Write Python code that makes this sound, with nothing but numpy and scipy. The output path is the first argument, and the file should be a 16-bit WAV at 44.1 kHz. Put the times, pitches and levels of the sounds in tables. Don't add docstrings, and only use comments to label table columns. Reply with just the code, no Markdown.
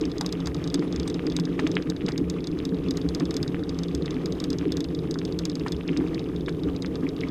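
import sys
import numpy as np
from scipy import signal
from scipy.fft import rfft, irfft
from scipy.io import wavfile
from scipy.ndimage import uniform_filter1d, map_coordinates

SR = 44100
rng = np.random.default_rng(int(sys.argv[2]) if len(sys.argv) > 2 else 0)


def to_wav(s):
    ch = np.atleast_2d(s).T
    pcm = np.round(np.clip(ch, -1, 1) * 32767)
    wavfile.write(sys.argv[1], SR, pcm.astype(np.int16))


N = 321930
TIME_S = np.arange(N) / SR

# (time [s], relative rumble level [dB], relative crunch level [dB])
TRACK_STATE = [(0.02, -31.5, -49), (0.57, -30.5, -50.5), (1.72, -29, -48.5), (1.9, -30.5, -52),
               (4.68, -30, -50), (4.87, -30.5, -52.5), (5.82, -31, -52), (6.08, -30, -48.5),
               (6.32, -31, -52.5), (7.3, -31, -51.5)]
# (frequency [Hz], width [Hz], relative level [dB])
FRAME_MODES = [(130.5, 4.3, -9.5), (142, 23, -10), (172.6, 11.8, -0.5), (266.8, 15.2, -2.5),
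               (291.9, 30.5, -2), (312.2, 27.6, -2), (360, 23, -8.5), (436.5, 40, -9), (525, 80, -21.5)]
# (time [s], relative peak level [dB])
BUMPS = [(0.002, -12), (0.052, -19.5), (0.742, -19), (0.779, -13), (1.266, -15), (1.395, -16),
         (1.627, -16.5), (1.75, -21.5), (1.879, -18), (2.038, -15), (2.196, -14), (2.538, -16),
         (2.717, -12.5), (2.875, -15.5), (3.039, -17.5), (3.202, -13), (4, -19), (4.49, -13.5),
         (4.651, -11), (4.779, -21), (5.891, -12), (5.975, -12), (6.001, -18), (6.65, -16.5),
         (7.027, -11.5)]
# (time [s], load change [dB])
LULLS = [(0.14, -3.5), (0.53, -3), (1.21, -3), (1.83, -3.5), (1.98, -6), (2.45, -4.5), (3.66, -3.5),
         (4.06, -3), (4.38, -5), (4.86, -4), (5.83, -5), (6.25, -2), (6.8, -2.5), (7.15, -3.5)]
# (time [s], peak level [dB])
BOUNCES = [(0.032, -33), (.45, -32), (0.95, -29), (2.24, -30.5), (3.041, -31.5), (3.42, -30),
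           (3.929, -28.5), (4.53, -37), (5.709, -28), (6.64, -32.5)]
# (frequency [Hz], relative level [dB])
CRUNCH_SPECTRUM = [(300, -32), (600, 9.5), (880, -0.5), (1100, 2.5), (1220, 5.5), (1380, -2.5),
                   (2100, -3.5), (3300, -5), (4100, -12.5), (5200, -10), (6050, -9.5), (6700, -18),
                   (9000, -24), (15000, -54)]
# (frequency [Hz], relative level [dB])
WIND_SPECTRUM = [(10, -12), (25, -35), (50, -12), (100, 10), (220, -2), (480, 0), (650, -10.5),
                 (1000, -17.5), (3000, -41.5)]
# (time [s], relative peak level [dB])
HOUSING_KNOCKS = [(0.011, -22.5), (0.053, -22.5), (0.098, -34), (0.1161, -27), (0.1816, -21), (0.2104, -14),
                  (0.2619, -14), (0.291, -29), (0.325, -16.5), (0.403, -28), (0.4582, -22), (0.471, -17),
                  (0.545, -22), (0.566, -32), (0.6404, -22.5), (0.6749, -22.5), (0.7002, -24.5),
                  (0.7421, -10.5), (0.755, -28), (0.7933, -27.5), (0.8776, -33.5), (0.925, -23),
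                  (0.9605, -20.5), (0.9982, -21), (1.0308, -27), (1.076, -20.5), (1.1, -24), (1.143, -24.5),
                  (1.267, -21.5), (1.299, -25), (1.321, -27.5), (1.3649, -12.5), (1.3982, -19.5),
                  (1.4526, -22.5), (1.5972, -24), (1.672, -21), (1.7152, -22), (1.753, -23.5),
                  (1.8233, -26.5), (1.8996, -16.5), (1.9639, -28.5), (2.063, -23), (2.087, -22.5),
                  (2.1197, -24), (2.178, -17), (2.2987, -18), (2.405, -32), (2.4416, -26), (2.471, -20.5),
                  (2.5147, -32), (2.5882, -28.5), (2.6517, -18), (2.691, -31), (2.7447, -31.5),
                  (2.786, -34), (2.8847, -28), (2.9083, -15.5), (2.9711, -18), (3.015, -28), (3.0882, -21),
                  (3.1479, -15), (3.199, -21), (3.254, -24), (3.308, -19.5), (3.3416, -24), (3.3665, -15),
                  (3.4287, -16), (3.478, -22), (3.6355, -28.5), (3.693, -23), (3.745, -33), (3.788, -21),
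                  (3.834, -20.5), (3.8831, -30), (3.9489, -19), (4.022, -29), (4.0582, -22.5), (4.107, -23),
                  (4.1427, -32), (4.258, -18), (4.3224, -22), (4.401, -20), (4.4403, -16.5),
                  (4.5027, -18.5), (4.53, -22.5), (4.585, -21), (4.7206, -17.5), (4.769, -18),
                  (4.805, -18.5), (4.8422, -22.5), (4.886, -33), (4.9482, -24.5), (4.9894, -28.5),
                  (5.1103, -19), (5.141, -22.5), (5.1876, -22.5), (5.251, -21), (5.3233, -28),
                  (5.3892, -15.5), (5.453, -13.5), (5.4976, -22.5), (5.5164, -30), (5.5538, -20),
                  (5.596, -29), (5.682, -22.5), (5.7209, -18), (5.7645, -30.5), (5.878, -27.5),
                  (5.972, -20.5), (6.0741, -33), (6.083, -33), (6.1452, -23.5), (6.1936, -25.5),
                  (6.288, -34), (6.3615, -30), (6.4083, -32), (6.4613, -28.5), (6.4926, -27),
                  (6.525, -34.5), (6.634, -27), (6.763, -26.5), (6.822, -21.5), (6.8606, -25.5),
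                  (6.955, -26), (7.0894, -27), (7.1646, -30.5), (7.207, -25.5), (7.285, -30)]
# (frequency [Hz], relative level [dB])
CLACK_SPECTRUM = [(1500, -28), (3100, -23), (3370, -7), (3455, 5), (3530, -2), (3650, -7), (3755, 6),
                  (3850, 0), (4350, -3), (4960, 3), (5500, -2), (6300, -2), (6900, -8), (7500, -16),
                  (7970, -9), (8600, -19), (9500, -29), (10600, -29), (11700, -20), (12800, -22),
                  (13700, -36)]
# (time [s], peak level [dB], pitch [Hz], envelope width [cycles])
LARGE_STONES = [(.04, -29, 2800, .6), (.352, -30, 2600, 0.55), (1.1933, -21, 1780, 0.18),
                (1.2718, -24.5, 1660, 0.23), (1.6672, -14, 2450, .38), (1.7677, -8.5, 2250, 0.35),
                (1.777, -26, 2110, .4), (2.008, -27.5, 2500, 0.43), (2.018, -29, 2400, 0.38),
                (2.159, -28.5, 2400, 0.43), (2.601, -25, 2720, 0.43), (3.5445, -21.5, 1850, 0.31),
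                (4.0792, -24, 2410, 0.34), (4.166, -28, 2140, .4), (4.6114, -26.5, 2420, 0.34),
                (4.653, -25.5, 2020, 0.18), (5.157, -25.5, 1310, 0.47), (5.215, -25, 2050, 0.2),
                (5.809, -26.5, 2710, 0.51), (5.886, -23.5, 2540, 0.63), (5.891, -20, 2520, 0.6),
                (5.931, -27, 2600, .66), (5.965, -24.5, 2500, 0.55), (6.179, -27, 2500, 0.77),
                (6.8462, -22.5, 1734, 0.32), (7.0673, -27, 2230, 1.3), (7.213, -25.5, 2970, .54),
                (7.235, -24.5, 2150, 4.8)]
# (time [s], relative peak level [dB], decay [s], centre pitch [Hz])
CLUMPS = [(.209, -24.5, 0.014, 845), (.47, -25.5, 0.0098, 840), (.823, -29.5, 0.011, 1330),
          (1.387, -28.5, .012, 1290), (1.592, -20.5, 0.0097, 1950), (2.082, -22, 0.017, 1920),
          (3.204, -28, .012, 1330), (5.662, -21.5, 0.015, 1750), (6.008, -31, 0.019, 1050),
          (6.482, -24, 0.014, 1570)]
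# (time [s], relative peak level [dB])
CHIP_HITS = [(0.2109, -18.5), (0.472, -26), (0.744, -18), (1.079, -16.5), (1.099, -28), (1.366, -25),
             (3.341, -25)]
# (frequency [Hz], width [Hz], relative level [dB])
METAL_MODES = [(890, 210, -1), (6140, 150, 2.5), (7380, 100, -10), (7930, 110, 2.5), (9100, 110, -7)]
# (frequency [Hz], relative level [dB])
CRACK_SPECTRUM = [(6000, 0), (15000, -18)]
# (time [s], peak level [dB])
TINKLES = [(.84, -57), (3.095, -59), (3.45, -64), (7.215, -66)]

LULL_S, PRESS_S, PRESS_DB = 0.031, 0.02, 2.5
GRIT_SHARE = 0.4
TOUCH_GAP_S, TOUCH_DB = 0.04, -38
SMALL_STONES_PER_S, SMALL_STONE_DB, SMALL_STONE_HZ = 14, -38.5, 2460
PORT_NULL_HZ, WHINE_HZ, TOP_HZ = 5770, 10519, 15100


def undb(db):
    return 10 ** (np.asarray(db) / 20)


def level(x, rms_db):
    return x * undb(rms_db) / np.sqrt(np.mean(x ** 2))


def add(out, at_s, sound, peak_db):
    start = int(np.clip(at_s * SR, 0, N - 1))
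    scaled = sound * undb(peak_db) / np.abs(sound).max()
    out[start:start + len(sound)] += scaled[:N - start]


def spectrum_gain(points, size):
    hz, db = np.transpose(points)
    bins_hz = np.maximum(np.fft.rfftfreq(size, 1 / SR), 1)
    return undb(np.interp(np.log(bins_hz), np.log(hz), db))


def colour(x, points):
    return irfft(rfft(x) * spectrum_gain(points, len(x)), len(x))


def ring(modes, size):
    hz, width_hz, db = np.transpose(modes)[:, :, None]
    t = np.arange(size) / SR
    sense = (-1) ** np.arange(len(hz))[:, None]
    decay = np.exp(-np.pi * width_hz * t)
    return np.sum(sense * undb(db) * width_hz * decay * np.sin(2 * np.pi * hz * t), axis=0)


def grains(per_s, spread_db, size):
    hits = rng.random(size) < per_s / SR
    force_db = spread_db * np.minimum(rng.exponential(size=size), 4)
    return hits * rng.standard_normal(size) * undb(force_db)


def ground():
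    s, rumble_db, crunch_db = np.transpose(TRACK_STATE)
    t = TIME_S[::100]
    load_db = sum(PRESS_DB * np.exp(-((t - at) / PRESS_S - 0.5) ** 2) for at, _ in BUMPS)
    load_db = load_db + sum(db * np.exp(-((t - at) / LULL_S) ** 2) for at, db in LULLS)
    rumble = undb(np.interp(t, s, rumble_db) + load_db)
    crunch = undb(np.interp(t, s, crunch_db) + GRIT_SHARE * load_db)
    return np.interp(TIME_S, t, rumble), np.interp(TIME_S, t, crunch)


def frame(tyre_hz=490, evenness=0.99, rumble_db=2.0, bump_db=-4.5, bump_s=0.0028, drift_s=0.0015,
          jolt_hz=190):
    tyre = signal.butter(7, tyre_hz, fs=SR, output="sos")
    body = signal.sosfilt(tyre, ring(FRAME_MODES, size=8192))
    pebbles = grains(1500, 1.4, size=N + 8191)
    shake = level(signal.fftconvolve(pebbles, body, "valid"), 0)
    sway = uniform_filter1d(uniform_filter1d(rng.standard_normal(N), size=6000), size=6000)
    warped_s = TIME_S + drift_s * level(sway, 0)
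    shake = map_coordinates(shake, [warped_s * SR], mode="mirror")
    shake /= uniform_filter1d(shake ** 2, size=3500) ** (evenness / 2)
    rumble, _ = ground()
    out = level(shake, rumble_db) * rumble
    t = np.arange(2048) / SR
    jolt_band = signal.butter(2, [jolt_hz, 2 * jolt_hz], "band", fs=SR)
    for s, db in BUMPS:
        push = signal.lfilter(*jolt_band, rng.standard_normal(len(t)) * np.exp(-t / bump_s))
        add(out, s, signal.fftconvolve(push, body), db + bump_db)
    return out


def wheels(hz=69, width_hz=13, bounce_db=-42, build_s=0.071):
    lowpass = signal.butter(2, 2 * hz, fs=SR, output="sos")
    mode = ring([(hz, width_hz, 0)], size=8192)
    bounce = signal.fftconvolve(grains(400, 0.93, size=N + 8191), mode, "valid")
    out = level(signal.sosfilt(lowpass, bounce), bounce_db)
    t = np.arange(8192) / SR
    for s, db in BOUNCES:
        add(out, s, mode * (1 - np.exp(-t / build_s)) ** 2, db)
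    return out


def snap(hz, cycles):
    turns = (np.arange(128) / SR - 0.001) * hz
    return np.exp(-(turns / cycles) ** 2 / 2) * np.sin(2 * np.pi * turns)


def gravel(crunch_db=2.0, patchy_db=2.5, per_s=170, spread_db=2.0, cycles=1.35, sand_db=-1):
    patches = level(uniform_filter1d(rng.standard_normal(N), size=900), 0)
    grit = np.zeros(N)
    for hz in np.geomspace(700, 3800, 9):
        crackle = signal.fftconvolve(grains(per_s, spread_db, size=N), snap(hz, cycles))[:N]
        grit += level(crackle, 0) * np.sqrt(hz)
    grit = level(colour(grit, CRUNCH_SPECTRUM), 0)
    sand = level(colour(rng.standard_normal(N), CRUNCH_SPECTRUM), sand_db)
    _, crunch = ground()
    return level((grit + sand) * undb(patchy_db * patches), crunch_db) * crunch


def wind(wind_db=-40.5, gust_db=-1.5):
    gusts = level(uniform_filter1d(rng.standard_normal(N), size=6000), 0)
    air = colour(rng.standard_normal(N), WIND_SPECTRUM)
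    return level(air * undb(gust_db * gusts), wind_db)


def impact(points, size):
    cepstrum = irfft(np.log(spectrum_gain(points, size)))
    cepstrum[0], cepstrum[size // 2:] = 0, 0
    response = irfft(np.exp(rfft(2 * cepstrum)))
    return response / np.abs(response).max()


def touches(timing=0.25, scatter_db=3):
    rows = []
    for (start, _), (end, _) in zip(HOUSING_KNOCKS, HOUSING_KNOCKS[1:]):
        swings = max(round((end - start) / TOUCH_GAP_S), 1)
        chance = rng.uniform(-1.1, 1, size=(8, 2))
        for k, (late, force) in zip(range(1, swings), chance):
            at_s = start + (end - start) * (k + timing * late) / swings
            rows.append((at_s, TOUCH_DB + scatter_db * force))
    return rows


def housing(tick_db=-0.76, touch_db=-8, scrape_db=-23, seat_s=0.001099, chatter_db=-34,
            chatter_s=0.0075, scatter_db=1.1, top_hz=11000, hard_db=-20, octaves_per_db=0.28,
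            mount_db=-20, mount_s=0.0075, rebound_s=0.0041, rebound_db=-15):
    out, t = np.zeros(N), np.arange(1024) / SR
    mount_band = signal.butter(2, [900, 2800], "band", fs=SR)
    for s, db in list(HOUSING_KNOCKS) + touches():
        shifted = [(hz, gain_db + scatter_db * rng.standard_normal()) for hz, gain_db in CLACK_SPECTRUM]
        shell = impact(shifted, size=2048)
        seat = int(seat_s * SR * rng.uniform(1.0, 1.3))
        chatter = undb(chatter_db) * np.exp(-t / chatter_s)
        contacts = rng.standard_normal(len(t)) * np.where(t < seat / SR, undb(scrape_db), chatter)
        contacts[0] += undb(touch_db)
        contacts[seat] += 1
        rebound = seat + int(rebound_s * SR * (0.5 + rng.random()))
        contacts[rebound] += undb(rebound_db)
        cutoff_hz = min(top_hz * 2 ** (octaves_per_db * (db - hard_db)), SR / 3)
        contacts = signal.lfilter(*signal.butter(2, cutoff_hz, fs=SR), contacts)
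        add(out, s, signal.fftconvolve(contacts, shell), db + tick_db)
        jar = signal.lfilter(*mount_band, rng.standard_normal(len(t)) * np.exp(-t / mount_s))
        add(out, s + seat_s, jar, db + mount_db)
    return out


def small_stones(scatter_db=5.5, octaves=0.67, cycles=0.87):
    rows = []
    for when, force, pitch in rng.random((200, 3))[:int(SMALL_STONES_PER_S * N / SR)]:
        peak_db = SMALL_STONE_DB + scatter_db * (2 * force - 1)
        hz = SMALL_STONE_HZ * 2 ** (octaves * (2 * pitch - 1))
        rows.append((when * N / SR, peak_db, hz, cycles))
    return rows


def stones(splinter_db=-25, splinter_s=0.015, top_hz=4000):
    out, t = np.zeros(N), np.arange(1024) / SR
    for s, db, hz, cycles in list(LARGE_STONES) + small_stones():
        contacts = grains(2100, 1.0, size=len(t)) * np.exp(-t / splinter_s) * undb(splinter_db)
        contacts[0] = 1
        add(out, s, signal.fftconvolve(contacts, snap(hz, cycles)), db)
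    rubber = signal.butter(3, top_hz, fs=SR, output="sos")
    return signal.sosfilt(rubber, out)


def crushes(crush_db=-1, octaves=0.6, cycles=0.3, fade_db=11, scatter_db=3.0, top_hz=3800,
            dust_db=-20, count=14):
    out, dust, t = np.zeros(N), np.zeros(N), np.arange(2048) / SR
    for s, db, decay_s, hz in CLUMPS:
        for k in range(count):
            age = 2 * ((k + rng.random()) / count) ** 1.5
            pitch, force = np.clip(rng.standard_normal(2), -1.5, 1.5)
            peak_db = db + crush_db - fade_db * age + scatter_db * force
            add(out, s + age * decay_s, snap(hz * 2 ** (octaves * pitch), cycles), peak_db)
        spurt = rng.standard_normal(len(t)) * np.exp(-t / decay_s)
        add(dust, s, signal.fftconvolve(spurt, snap(top_hz, cycles / 2)), db + dust_db)
    return signal.sosfilt(signal.butter(3, top_hz, fs=SR, output="sos"), out) + dust


def chips(chip_db=-6.5, detune=0.022, crack_db=-9):
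    out = np.zeros(N)
    for s, db in CHIP_HITS:
        modes = [(hz * (1 + detune * rng.standard_normal()), width_hz, gain_db)
                 for hz, width_hz, gain_db in METAL_MODES]
        ping = ring(modes, size=1024)
        add(out, s, ping, db + chip_db)
        crack = colour(ping ** 2 * rng.standard_normal(len(ping)), CRACK_SPECTRUM)
        add(out, s, crack, db + crack_db)
    return out


def line_clip(hz=9620, width_hz=25):
    out = np.zeros(N)
    for s, db in TINKLES:
        add(out, s, ring([(hz, width_hz, 0)], size=4096), db)
    return out


def scene():
    rolling = frame() + wheels() + gravel() + wind()
    events = housing() + stones() + crushes() + chips() + line_clip()
    return (rolling + events)[None]


def record(dry, null_q=13, null_db=-17, hiss_db=-70.5, hiss_hz=13000, whine_db=-80):
    heard = signal.lfilter(*signal.iirnotch(PORT_NULL_HZ, null_q, fs=SR), dry)
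    heard += undb(null_db) * (dry - heard)
    hiss = signal.lfilter(*signal.butter(2, hiss_hz, fs=SR), rng.standard_normal(N))
    whine = level(np.sin(2 * np.pi * WHINE_HZ * TIME_S), whine_db)
    own_noise = undb(hiss_db) * hiss + whine
    top_cut = signal.ellip(8, 0.2, 70, TOP_HZ, fs=SR, output="sos")
    return signal.sosfilt(top_cut, heard + own_noise)


dry = scene()
out = record(dry)
to_wav(out)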